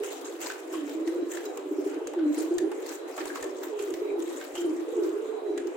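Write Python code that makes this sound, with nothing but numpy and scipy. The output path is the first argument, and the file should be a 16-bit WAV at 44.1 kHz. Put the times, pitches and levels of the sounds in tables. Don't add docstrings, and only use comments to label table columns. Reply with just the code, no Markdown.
import sys
import numpy as np
from scipy import signal
from scipy.io import wavfile

SR = 44100
rng = np.random.default_rng(int(sys.argv[2]) if len(sys.argv) > 2 else 0)


def waveform_to_disk(signal):
    frames = np.transpose(np.atleast_2d(signal))
    scaled = np.clip(frames, -1, 1) * 32767
    samples = np.round(scaled).astype(np.int16)
    wavfile.write(sys.argv[1], SR, samples)


N = 254236
TIME = np.arange(N) / SR

# (start t/s, length t/s, start f/Hz, end f/Hz, start level/dB, end level/dB)
LOW_BIRD_NOTES = [(0.3, 0.13, 341, 335.3, -41.5, -41), (0.735, 0.17, 352.9, 291.6, -34, -35.5),
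                  (0.95, 0.25, 325.2, 327, -42, -32), (1.16, .23, 344.4, 343.4, -36, -37.5),
                  (2.17, 0.13, 352.6, 296, -26.5, -24), (2.375, 0.4, 296, 336.3, -31, -40),
                  (3.52, 0.13, 367.7, 370.8, -43, -43.5), (3.89, 0.091, 341.2, 337.2, -35, -33.5),
                  (4.0, 0.15, 359.2, 350.6, -37, -35.5), (4.19, 0.1, 331.7, 345.7, -29.5, -36.5),
                  (4.585, 0.087, 356, 347, -28.5, -34), (4.69, 0.031, 306.5, 294, -32, -27.5),
                  (4.75, 0.097, 340, 346.3, -33.5, -31.5), (4.965, 0.081, 356.9, 341.6, -28, -31),
                  (5.075, 0.085, 325.3, 327.6, -36.5, -38.5), (5.42, 0.27, 361, 341.7, -40, -35.5)]
HIGH_BIRD_NOTES = [(0, 0.064, 415.4, 395.5, -38, -42), (1.11, 0.028, 509.4, 498, -43.5, -34),
                   (2.38, .1, 448.6, 420, -38, -41.5), (2.62, 0.19, 357, 436, -27.5, -53),
                   (3.715, 0.14, 426.6, 414.6, -35, -35.5), (4.025, 0.12, 431.8, 411, -30.5, -37),
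                   (4.94, 0.18, 499.2, 390, -33, -36), (5.14, 0.087, 395, 455, -35.5, -32.5),
                   (5.27, .09, 432, 420.7, -50, -33.5), (5.44, .13, 419.8, 413.4, -34.5, -34.5)]
# (t/s, peak level/dB)
LOW_BIRD_SWELLS = [(0.943, -30), (1.007, -29), (1.066, -24), (1.152, -26.5), (2.248, -20), (2.505, -22),
                   (2.619, -26), (4.639, -25), (5.02, -26.5)]
HIGH_BIRD_SWELLS = [(4.13, -33), (4.971, -27.5), (5.284, -30.5)]
# (t/s, roughness [0-1])
LOW_BIRD_ROUGHNESS = [(2.1, .45), (2.16, .15), (2.33, .15), (2.37, .7), (4.5, .45), (4.6, .35), (4.9, .45)]
# (t/s, peak level/dB of the lower tone, lower tone f/Hz, upper tone level/dB against the lower)
THROAT_PULSES = [(1.213, -28, 296, -2), (1.457, -36.5, 315.4, 7), (1.65, -32, 297.7, 0),
                 (1.706, -22.5, 307, -4), (1.778, -25.5, 301, 5), (1.857, -26.5, 306.5, 6),
                 (1.959, -25.5, 308, -10), (2.012, -31, 349, 0.5), (3.199, -28, 338, -13),
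                 (3.302, -29.5, 353, -9), (3.665, -29.5, 333, -8), (5.488, -32, 317, 10),
                 (5.65, -33.5, 318.2, 6.5)]
# (peak t/s, peak level/dB, swell time constant t/s, fade time constant t/s)
WING_STROKES = [(0.041, -41.5, 0.009, 0.09), (0.12, -42, 0.088, 0.045), (0.27, -48, 0.05, 0.13),
                (0.421, -37, 0.014, 0.089), (0.743, -42, 0.041, 0.062), (0.898, -51, 0.095, 0.11),
                (1.077, -46.5, 0.011, 0.069), (1.327, -42.5, 0.031, 0.096), (1.88, -53.5, 0.23, 0.079),
                (2.392, -40.5, 0.037, 0.077), (2.917, -40, 0.071, 0.038), (3.083, -47.5, 0.006, 0.19),
                (3.179, -46, 0.016, 0.25), (3.26, -45, .005, 0.054), (3.362, -45.5, 0.012, 0.079),
                (3.637, -42, 0.022, 0.032), (3.79, -44.5, 0.015, 0.16), (4.19, -51, 0.0084, 0.12),
                (4.3, -43.5, 0.029, 0.1), (4.416, -46.5, 0.029, 0.11), (4.552, -40, 0.0084, 0.088),
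                (4.774, -53, 0.06, 0.34), (5.044, -46, 0.02, 0.05)]
# (t/s, crack level/dB, body resonance f/Hz, body level/dB)
WING_SLAPS = [(0.0345, -37.5, 1380, -45), (0.415, -42, 1870, -43.5), (0.5, -44, 1536, -33),
              (0.7368, -47, 1093, -34.5), (0.8945, -41, 754, -61), (1.075, -40.5, 1840, -42.5),
              (1.37, -41, 1734, -37.5), (1.4536, -47, 1230, -48.5), (1.573, -41, 1012, -43),
              (2.071, -36.5, 2600, -48), (2.135, -46, 817, -38), (2.1871, -64, 1480, -43),
              (2.3443, -44, 2179, -45.5), (2.385, -41.5, 825, -48), (2.5823, -32.5, 1760, -38.5),
              (2.7156, -40.5, 830, -37.5), (3.1775, -39.5, 673, -26), (3.202, -45, 1840, -36),
              (3.255, -36.5, 854, -37), (3.3559, -39, 1123, -34), (3.426, -35.5, 1770, -40),
              (3.441, -39, 538, -33.5), (3.791, -38, 2710, -42), (3.9386, -36, 1994, -46.5),
              (4.411, -43, 1543, -38.5), (4.5531, -37, 2880, -42), (5.5765, -38, 1683, -39.5),
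              (5.671, -41.5, 839, -44)]
# (f/Hz, relative level/dB per Hz)
FEATHER_SPECTRUM = [(400, -49), (700, 1), (2000, -1.5), (4800, -6.5), (5900, -6), (6850, 3), (10000, -13),
                    (16000, -7.5)]
# (f/Hz, level/dB)
WIRE_MODES = [(3900, -6), (5250, -8), (6620, 1), (7350, -4)]
# (t/s, peak level/dB of the driving noise)
WIRE_DRAGS = [(0.242, -43.5), (1.45, -47)]
# (start t/s, fall time t/s, f/Hz, level/dB before fading)
SCUFFLE_SQUEAKS = [(0.762, 0.043, 3120, -50), (3.292, 0.022, 1600, -35.5), (4.071, 0.022, 2330, -45.5),
                   (4.551, 0.037, 3080, -40), (5.309, 0.16, 741, -43)]
# (f/Hz, relative level/dB per Hz)
LOFT_SPECTRUM = [(200, -34), (280, -22.5), (370, 7.5), (660, -8), (1000, -13), (1400, -17), (3900, -29),
                 (4900, -41), (7000, -32), (10000, -41.5), (16000, -45)]
# (start t/s, end t/s, f/Hz)
FAR_WHISTLES = [(1, 1.309, 3940), (2.177, 2.543, 4075), (2.952, 3.158, 3970), (3.952, 4.452, 3860),
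                (5.251, 5.658, 3938)]
# (f/Hz, left minus right level/dB)
STEREO_LIKENESS = [(300, 0.93), (700, 0.25), (1500, 0.022), (8000, 0.034)]
STEREO_LEANING = [(400, -1.5), (1000, -1.1), (4000, 3.5), (13000, 0.5)]

ATTACK_S, RELEASE_S = 0.02503, 0.065
FALL_S, CLIMB_S = .045, 0.046
BODY_FALL_S, CRACK_FALL_S = .016, .005
SNAP_LOW_HZ, SNAP_HIGH_HZ, SNAP_DB = 590, 6000, -7.5
BARBS_PER_S, BARB_FALL_S, BARB_DB = 220, .004, -8
MEDIAN_QUILLS_PER_S, QUILL_DB = 220, -11
WIRE_T60_S = 0.041
LOFT_DB = -39.5
ROOM_T60_S, WALL_CUT_HZ = 0.57, 7100
BASS_STOP_HZ, TOP_STOP_HZ = 229.4, 16500
PUFF_DB = 9


def coo(pitch_hz, level, rough, throb_rate, swell=0, second_db=-28):
    phase = 2 * np.pi * np.cumsum(pitch_hz + rough * 18 * drift(35)) / SR
    throat = np.sin(2 * np.pi * np.cumsum(throb_rate * amp(2.5 * drift(6))) / SR)
    throb = (1 + rough * (throat + .5 * drift(40))) / np.sqrt(1 + .75 * rough ** 2)
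    tone = np.sin(phase) + amp(second_db) * np.sin(2 * phase)
    return np.sqrt(2) * np.hypot(level * throb, swell) * tone


def notes(rows):
    pitch_hz, level = np.full(N, float(rows[0][3])), np.zeros(N)
    for start, length, start_hz, end_hz, start_db, end_db in rows:
        t = TIME - start
        part = np.clip(t / length, 0, 1)
        gate = np.clip(np.minimum(1 + t / ATTACK_S, 1 + (length - t) / RELEASE_S), 0, 1) ** 2
        glide_s = FALL_S if end_hz < start_hz else CLIMB_S
        glide = end_hz + (start_hz - end_hz) * np.exp(-part * length / glide_s)
        pitch_hz = np.where(t > -ATTACK_S, glide, pitch_hz)
        level = np.maximum(level, gate * amp(start_db + (end_db - start_db) * part))
    return pitch_hz, level


def swells(rows):
    out = np.zeros(N)
    for s, peak_db in rows:
        add(out, s, amp(peak_db) * bump(rise_s=0.006, fall_s=0.024))
    return out


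def throat_pulses(upper_ratio=1.28, crest_s=0.007):
    out, shape = np.zeros(N), bump(rise_s=.007, fall_s=.014)
    for s, peak_db, hz, upper_db in THROAT_PULSES:
        phase = 2 * np.pi * hz * (TIME[:len(shape)] - crest_s)
        tones = np.sin(phase) + amp(upper_db) * np.sin(upper_ratio * phase)
        add(out, s, amp(peak_db) * shape * tones)
    return out


def wings(feathers):
    crack, body = np.zeros(N), np.zeros((2, N))
    for s, crack_db, hz, body_db in WING_SLAPS:
        add(crack, s, amp(crack_db) * bump(rise_s=0.00021, fall_s=CRACK_FALL_S))
        add(body, s, amp(body_db) * slap_body(hz))
    snap = bandpass(1, SNAP_LOW_HZ, SNAP_HIGH_HZ, rng.standard_normal((2, N)))
    air = swish()
    feather_noise = feathers * np.hypot(air * rustle(), crack)
    return feather_noise + amp(SNAP_DB) * rms_one(snap) * crack + body + air * quill_knocks()


def slap_body(hz, sharpness=3.5):
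    shape = bump(rise_s=0.0012, fall_s=BODY_FALL_S)
    quills = rng.standard_normal((2, len(shape))) * rng.exponential(1, len(shape)) ** 1.5
    knock = .9 * np.sin(2 * np.pi * hz * TIME[:len(shape)])
    ringing = rms_one(resonate_twice(hz, sharpness, quills))
    rattle = rms_one(bandpass(2, hz / 3.1, 1.98 * hz, quills[::-1]))
    return (.55 * ringing + .55 * rattle + knock * shape) * shape


def swish():
    power = np.zeros(N)
    for s, peak_db, swell_s, fade_s in WING_STROKES:
        away = np.maximum((s - TIME) / swell_s, (TIME - s) / fade_s)
        power += amp(2 * peak_db) * np.exp(-2 * away)
    return np.sqrt(power)


def rustle():
    catches = (rng.random(N) < BARBS_PER_S / SR) * np.minimum(rng.exponential(1, N), 3)
    barbs = signal.lfilter([1], [1, -np.exp(-1 / (BARB_FALL_S * SR))], catches + 1e-18)
    return rms_one((1 + amp(BARB_DB) * barbs) * amp(1.2 * drift(30) + 1.5 * drift(200)))


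def quill_knocks():
    struck = rng.random(N) < MEDIAN_QUILLS_PER_S * amp(5 * drift(15)) / SR
    sizes = struck * amp(4 * np.minimum(rng.exponential(1, N), 4))
    dealt, out = rng.integers(0, 8, N), 0
    for k, hz in enumerate(np.geomspace(800, 3200, 8)):
        r = amp(-60 * hz / (16 * SR))
        turn = 2 * np.pi * hz / SR
        ring = signal.lfilter([np.sin(turn)], [1, -2 * r * np.cos(turn), r * r], sizes * (dealt == k) + 1e-18)
        out = out + panned(ring, 8 * (-1) ** k)
    return amp(QUILL_DB) * rms_one(out)


def wire():
    scrape, shape = np.full((2, N), 1e-18), bump(rise_s=0.0059, fall_s=0.01)
    for s, peak_db in WIRE_DRAGS:
        add(scrape, s, amp(peak_db) * shape * rng.standard_normal((2, len(shape))))
    r, out = amp(-60 / (WIRE_T60_S * SR)), 0
    for hz, db in WIRE_MODES:
        poles = [1, -2 * r * np.cos(2 * np.pi * hz / SR), r * r]
        out = out + amp(db) * signal.lfilter([np.sqrt(1 - r * r)], poles, scrape)
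    return out


def squeaks(width_hz=300):
    out = np.zeros((2, N))
    for start, fall_s, hz, level_db in SCUFFLE_SQUEAKS:
        shape = bump(rise_s=0.0045, fall_s=fall_s)
        size = len(shape)
        hiss = resonate_twice(hz, hz / width_hz, rng.standard_normal((2, size)))
        broken = rms_one(hiss * amp(5 * drift(100))[:size])
        add(out, start, amp(level_db) * broken * shape * signal.windows.tukey(size, .5) ** .5)
    return out


def flock(level_db=-48, count=260):
    out = np.zeros((2, N))
    for s, pitch, length, glide, side, rate in rng.random((count, 6)):
        t = TIME[:round((.08 + .2 * length) * SR)]
        hz = 290 * amp(6.5 * pitch ** 1.5) * (1 + 0.303 * (glide - .5) * t / t[-1])
        throb = 1 + 1.56 * np.sin(2 * np.pi * (14 + 30 * rate) * t)
        note = np.sin(2 * np.pi * np.cumsum(hz) / SR) * np.hanning(len(t)) * throb
        add(out, s * N / SR, panned(note * amp(-9 * pitch), 14 * (side - .5)))
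    return amp(level_db) * rms_one(out)


def room(x):
    out, dull = np.zeros((2, N)), np.exp(-2 * np.pi * WALL_CUT_HZ / SR)
    for k, lag in enumerate((np.geomspace(.0171, .0487, 12) * SR).astype(int)):
        loop, gain, state = x[k % 2].copy(), amp(-60 * lag / SR / ROOM_T60_S), [0.]
        for i in range(lag, N, lag):
            back, state = signal.lfilter([gain * (1 - dull)], [1, -dull], loop[i - lag:i], zi=state)
            loop[i:i + lag] += back[:N - i]
        out[k % 2] += (loop - x[k % 2]) * (-1) ** (k // 2)
    return out


def banded_noise(spectrum, patchy_db, patch_rate):
    out, edges = 0, 200 * 2 ** np.arange(0, 6.5, 1 / 3)
    white = rng.standard_normal((2, 2, N))
    for k, (low, high) in enumerate(zip(edges, edges[1:])):
        mid, side = bandpass(2, low, high, white[k % 2])
        hz = np.sqrt(low * high)
        alike = np.clip(at_hz(STEREO_LIKENESS, hz), -1, 1)
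        level = amp(at_hz(spectrum, hz) + patchy_db * drift(patch_rate))
        stereo = np.sqrt(1 + alike) * mid + np.sqrt(1 - alike) * side * [[1], [-1]]
        out = out + panned(level, at_hz(STEREO_LEANING, hz)) * stereo
    return rms_one(out)


def whistles(width_hz=160, level_db=-64.0):
    out = np.zeros((2, N))
    for start, end, hz in FAR_WHISTLES:
        size = round((end - start) * SR)
        hiss = resonate_twice(hz, hz / width_hz, rng.standard_normal((2, size)))
        add(out, start, amp(level_db) * rms_one(hiss) * signal.windows.tukey(size, .5))
    return out


def puffs(top_hz=200, apart=0.65, width_s=.017):
    shape = np.zeros(N)
    for s, crack_db, *_ in WING_SLAPS:
        shape += amp(PUFF_DB + 2 * crack_db) * np.exp(-.5 * ((TIME - s) / width_s) ** 2)
    white = rng.standard_normal((3, N))
    low_pass = signal.butter(2, top_hz, fs=SR, output="sos")
    air = signal.sosfilt(low_pass, white[0] + apart * white[1:])
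    return rms_one(air) * (shape + amp(-97))


def amp(db):
    return 10 ** (np.asarray(db) / 20)


def rms_one(x):
    return x / np.sqrt(np.mean(x ** 2) + 1e-20)


def at_hz(points, hz):
    return np.interp(np.log(hz), np.log(np.array(points)[:, 0]), np.array(points)[:, 1])


def drift(rate):
    r = np.exp(-80 * np.pi * rate / SR)
    slow = signal.lfilter([1], [1, -2 * r, r * r], rng.standard_normal(N // 40 + 2002))[2000:]
    return np.interp(np.arange(N) / 40, np.arange(len(slow)), rms_one(slow))


def bump(rise_s, fall_s):
    t = TIME[:SR // 8]
    shape = (1 - np.exp(-(t / rise_s) ** 2)) * np.exp(-t / fall_s)
    return shape / shape.max()


def bandpass(order, low_hz, high_hz, x):
    return signal.sosfilt(signal.butter(order, [low_hz, high_hz], "band", fs=SR, output="sos"), x)


def resonate_twice(hz, sharpness, x):
    peak = signal.iirpeak(hz, sharpness, fs=SR)
    return signal.lfilter(*peak, signal.lfilter(*peak, x))


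def panned(x, pan_db):
    return x * amp([[pan_db / 2], [-pan_db / 2]])


def add(out, s, sound):
    i = round(s * SR)
    out[..., i:i + sound.shape[-1]] += sound[..., :N - i]


def scene():
    low_hz, low_level = notes(LOW_BIRD_NOTES)
    high_hz, high_level = notes(HIGH_BIRD_NOTES)
    rough_s, rough = np.transpose(LOW_BIRD_ROUGHNESS)
    low_rough = np.clip(np.interp(TIME, rough_s, rough), 0, 1)
    low = coo(low_hz, low_level, low_rough, throb_rate=28, swell=swells(LOW_BIRD_SWELLS))
    high = coo(high_hz, high_level, rough=.6, throb_rate=33, swell=swells(HIGH_BIRD_SWELLS))
    birds = panned(low + throat_pulses(), -1.3) + panned(high, -5.0)
    feathers = banded_noise(FEATHER_SPECTRUM, patchy_db=4.0, patch_rate=25.0)
    flaps = wings(feathers) + wire() + squeaks()
    others = flock()
    room_feed = amp(-13.5) * birds + amp(-13) * flaps + amp(-12.5) * others
    loft = amp(LOFT_DB) * banded_noise(LOFT_SPECTRUM, patchy_db=2.8, patch_rate=7)
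    sound = birds + flaps + others + room(room_feed) + loft + whistles()
    bass_cut = signal.cheby2(10, 35, BASS_STOP_HZ, "high", fs=SR, output="sos")
    return signal.sosfilt(bass_cut, sound) + puffs()


def record(dry):
    return signal.sosfilt(signal.cheby2(18, 50, TOP_STOP_HZ, fs=SR, output="sos"), dry)


dry = scene()
out = record(dry)
waveform_to_disk(out)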